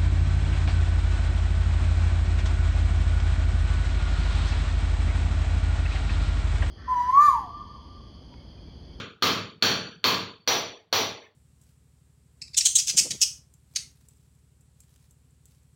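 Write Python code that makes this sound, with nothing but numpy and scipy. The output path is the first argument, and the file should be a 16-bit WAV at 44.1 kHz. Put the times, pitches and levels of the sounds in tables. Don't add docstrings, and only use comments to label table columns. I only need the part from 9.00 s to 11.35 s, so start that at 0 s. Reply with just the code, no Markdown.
import sys
import numpy as np
from scipy import signal
from scipy.fft import rfft, irfft, next_fast_len
from scipy.io import wavfile
from scipy.ndimage import uniform_filter1d

SR = 44100
rng = np.random.default_rng(int(sys.argv[2]) if len(sys.argv) > 2 else 0)


def dump_mix(stems):
    frames = np.atleast_2d(stems).T
    limited = np.clip(frames, -1, 1)
    pcm = np.round(limited * 32767).astype(np.int16)
    wavfile.write(sys.argv[1], SR, pcm)


N = 103635

# start in seconds, level in dB, seat from 0 (first) to 1 (second), wall thud and body in dB,
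# knock in Hz, then knock, low ring, high ring, sizzle and ping in dB.
BLOWS = [(-.19, 1.5, 0.44, 2.5, -5.5, 1350, 8.5, -5, -1, -2.5, 3),
         (0.2223, .5, 0.74, 3.5, -4, 1237, 7.5, 1.5, 0, 0, 6),
         (.623, 0.5, 0.08, 3.5, -1.5, 1544, 6.5, 7.5, 8.5, -1, 9),
         (1.0402, 0, 0.56, 1.5, -5.5, 1046, 9.5, 5, 0.5, 0, 17),
         (1.4743, -1, 0.97, -6.5, 4.5, 1125, 2.5, 0.5, 12.5, 0.5, 15),
         (1.926, -2.5, 1, -5, 2.5, 990, 4.5, 0.5, 11.5, 4, 11)]
# frequency in Hz, gain in dB.
IMPACT_SPECTRUM = [(25, -25), (55, -15.5), (100, -3), (150, -2), (260, 1.5), (430, 0.5), (620, -3.5),
                   (900, -4), (1300, -3.5), (1850, -3.5), (2600, -3), (4200, -2), (4900, -7), (5500, -9.5),
                   (6300, -13.5), (7000, -15.5), (7900, -29), (9000, -29), (12000, -29.5), (14000, -21),
                   (15500, -15)]
# frequency and half width in Hz, lift in dB in each seat.
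CHISEL_MODES = [(1634, 15, 3, 5), (2084, 40, -6, 4.5), (2370, 70, 4.5, 4), (2590, 50, 6, 3.5),
                (3165, 91, 7, 4), (3468, 108, 5, 5), (3830, 45, 1, 5), (4244, 64, 6.5, 7),
                (4420, 18, 3.5, 3), (4515, 51, 5.5, 8), (5010, 91, -5.5, 6.5), (5657, 160, 4.5, 8.5),
                (5970, 65, -0.5, 5.5), (6780, 78, 6.5, 3.5)]
CHISEL_OVERTONES = [(5850, 32, 5, 3.9), (9710, 180, 9, 5), (10600, 90, 5.2, 8), (13280, 210, 3, 13)]
# frequency in Hz, gain in dB.
CRACK_SPECTRUM = [(100, -16), (600, 1), (2500, -2), (4400, -0.5), (5800, -8), (9000, 1.5), (15000, -8.5)]
# delay in seconds, gain in dB.
EARLY_ECHOES = [(.0085, -10.5), (.013, -10.5), (.031, -14), (.037, -16.5), (.046, -12.5)]
# frequency and half width in Hz, lift in dB.
ROOM_MODES = [(102.9, 6, 10), (185, 20.4, 5.5), (294, 6.9, 3.5), (388, 14, 1.5), (447, 22, 5.5),
              (580, 11, 4), (647.3, 12, 5.5), (831, 26, 4), (1010, 6.3, 1.5), (1177, 49, 4.5),
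              (1307, 12, 2.5)]
# frequency in Hz, reverberation time in seconds.
ROOM_T60 = [(70, 1), (180, 0.6), (490, 0.61), (1300, 0.48), (3400, 0.5), (4500, 0.41), (6500, 0.38),
            (9000, 0.38), (15000, 0.23)]
# frequency and half width in Hz, added T60 in seconds per seat.
RING_T60 = [(1410, 200, 0.11, -0.013), (2870, 150, 0.058, 0), (4490, 100, 0.15, 0.089),
            (5850, 90, 0.081, -0.022), (6900, 200, .08, .05), (10800, 150, .08, .07), (14710, 80, .05, .04)]
# frequency in Hz, time constant in seconds.
WASH_RISE = [(100, 0.033), (300, 0.0027), (1000, 0.0018), (8000, 0.0014)]
# frequency in Hz, share of the wash's power that changes from blow to blow.
RENEWED_SHARE = [(100, .15), (800, .25), (2500, .6), (8000, .8)]
# start and length in seconds, level in dB.
SCRAPES = [(1.75, 0.059, -62), (2.212, 0.057, -53.5)]
# frequency and half width in Hz, lift in dB.
SCRAPE_MODES = [(436, 32, 24.5), (620, 36, 22.5), (870, 40, 15.5), (1066, 58, 14.5), (1806, 100, 16),
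                (2130, 120, 12.5)]
# frequency in Hz, gain in dB.
SCRAPE_SPECTRUM = [(60, -14), (400, -1.5), (3000, 7), (7000, -16), (12000, -22), (15000, -10)]
# start in seconds, level in dB.
BUMPS = [(0.549, -51), (0.957, -51), (1.872, -56)]
# frequency in Hz, gain in dB.
ROOM_TONE_SPECTRUM = [(25, -4.5), (100, 11.5), (250, -21), (500, -4.5), (1500, -2.5), (4500, -22.5),
                      (7500, -24), (15000, -25)]
# frequency in Hz, level in dB below which a band is turned down.
SUPPRESSOR_THRESHOLD = [(100, -60), (500, -64.5), (2000, -71), (5000, -72.5), (8000, -92.5), (15000, -88.5)]


def hammer(crack_db=-6.5, wash_db=-16):
    out = np.zeros(N)
    reflections = rfft(rng.standard_normal(SR))
    renewed = along(RENEWED_SHARE, np.fft.rfftfreq(SR, 1 / SR))
    for start, db, seat, *tone in BLOWS:
        fresh = rfft(rng.standard_normal(SR))
        noise = irfft(np.sqrt(1 - renewed) * reflections + np.sqrt(renewed) * fresh, SR)
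        impact = amp(crack_db) * crack() + amp(wash_db) * wash(noise, seat)
        add(out, start, amp(db) * coloured(impact, blow_spectrum, seat, *tone))
    return out


def blow_spectrum(hz, seat, thud_db, body_db, knock_hz, knock_db, low_db, high_db, sizzle_db, ping_db):
    wall = resonances(hz, [(188, 75, thud_db), (760, 177, body_db), (knock_hz, 231, knock_db)])
    steel = seated_resonances(hz, CHISEL_MODES + CHISEL_OVERTONES, seat)
    ring = resonances(hz, [(4470, 150, low_db), (5850, 110, high_db), (14710, 45, ping_db)])
    sizzle = sizzle_db * along([(6000, 0.29), (12000, 1)], hz)
    return along(IMPACT_SPECTRUM, hz) + wall + steel + ring + sizzle + resonances(hz, ROOM_MODES)


def crack(rise_s=0.00051, decay_s=0.0028, clang_hz=4376, clang_db=-6.5):
    t = np.arange(SR // 40) / SR
    envelope = (1 - np.exp(-(t / rise_s) ** 2)) * np.exp(-t / decay_s)
    clang = amp(clang_db) * np.sin(2 * np.pi * clang_hz * t)
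    out = np.zeros(SR)
    direct_path = (0.00072, 0.0018)
    for delay, db in [direct_path] + EARLY_ECHOES:
        snap = rng.choice([-1, 1], len(t))
        add(out, delay, amp(db) * envelope * (snap + clang))
    return coloured(out, lambda hz: along(CRACK_SPECTRUM, hz))


def wash(noise, seat, hold_s=0.071):
    hz, t, bands = signal.stft(noise, SR, nperseg=256)
    t60 = along(ROOM_T60, hz) + seated_resonances(hz, RING_T60, seat)
    swell = 1 - np.exp(-t / along(WASH_RISE, hz)[:, None])
    falling_s = t - hold_s * np.tanh(t / hold_s)
    decay = amp(-60 * falling_s / t60[:, None])
    return signal.istft(bands * swell * decay, SR, nperseg=256)[1][:SR]


def scrapes(rise_s=0.013, fade_s=0.046):
    out, t = np.zeros(N), np.arange(SR // 3) / SR
    for start, length, db in SCRAPES:
        stroke = (1 - np.exp(-t / rise_s)) * np.exp(-np.maximum(t - length, 0) / fade_s)
        friction = rng.standard_normal(len(t))
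        ringing = coloured(friction, lambda hz: along(SCRAPE_SPECTRUM, hz) + resonances(hz, SCRAPE_MODES))
        add(out, start, amp(db) * stroke * unit_rms(ringing))
    return out


def bumps(pitch_hz=167, peak_s=0.0086):
    out, t = np.zeros(N), np.arange(SR // 3) / SR
    envelope = t / peak_s * np.exp(1 - t / peak_s)
    for start, db in BUMPS:
        add(out, start, amp(db) * envelope * np.sin(2 * np.pi * pitch_hz * t))
    return out


def room_tone(level_db=-68.5):
    noise = coloured(rng.standard_normal(N), lambda hz: along(ROOM_TONE_SPECTRUM, hz))
    return amp(level_db) * unit_rms(noise)


def resonances(hz, modes):
    return sum(height / (1 + ((hz - centre) / width) ** 2) for centre, width, height in modes)


def seated_resonances(hz, modes, seat):
    return resonances(hz, [(f, width, first + seat * (second - first)) for f, width, first, second in modes])


def coloured(x, gain_db, *settings):
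    size = 2 * next_fast_len(len(x))
    hz = np.fft.rfftfreq(size, 1 / SR)
    cepstrum = irfft(np.log(amp(gain_db(hz, *settings))), size)
    cepstrum[1:size // 2] *= 2
    cepstrum[size // 2 + 1:] = 0
    return irfft(rfft(x, size) * np.exp(rfft(cepstrum)), size)[:len(x)]


def along(points, hz):
    frequencies, values = np.transpose(points)
    return np.interp(np.log(hz + 1), np.log(frequencies + 1), values)


def amp(db):
    return 10 ** (np.asarray(db) / 20)


def unit_rms(x):
    return x / np.sqrt(np.mean(x ** 2) + 1e-20)


def add(track, start_s, x):
    i = round(start_s * SR)
    x = x[max(-i, 0):max(len(track) - i, 0)]
    track[max(i, 0):][:len(x)] += x


def scene():
    background = room_tone()
    return (hammer() + scrapes() + bumps() + background)[None]


def record(dry, depth_db=10.5, cutoff_hz=15850):
    hz, _, bands = signal.stft(dry, SR, nperseg=512)
    power = uniform_filter1d(abs(bands) ** 2, size=3, axis=1)
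    power = abs(uniform_filter1d(power, size=3, axis=2))
    threshold = amp(along(SUPPRESSOR_THRESHOLD, hz))[:, None] ** 2
    quiet = 1 / (1 + (power / threshold) ** 2)
    gated = signal.istft(bands * amp(-depth_db * quiet), SR, nperseg=512)[1][:, :N]
    return signal.sosfilt(signal.ellip(10, .2, 80, cutoff_hz, fs=SR, output="sos"), gated)


dry = scene()
out = record(dry)
dump_mix(out)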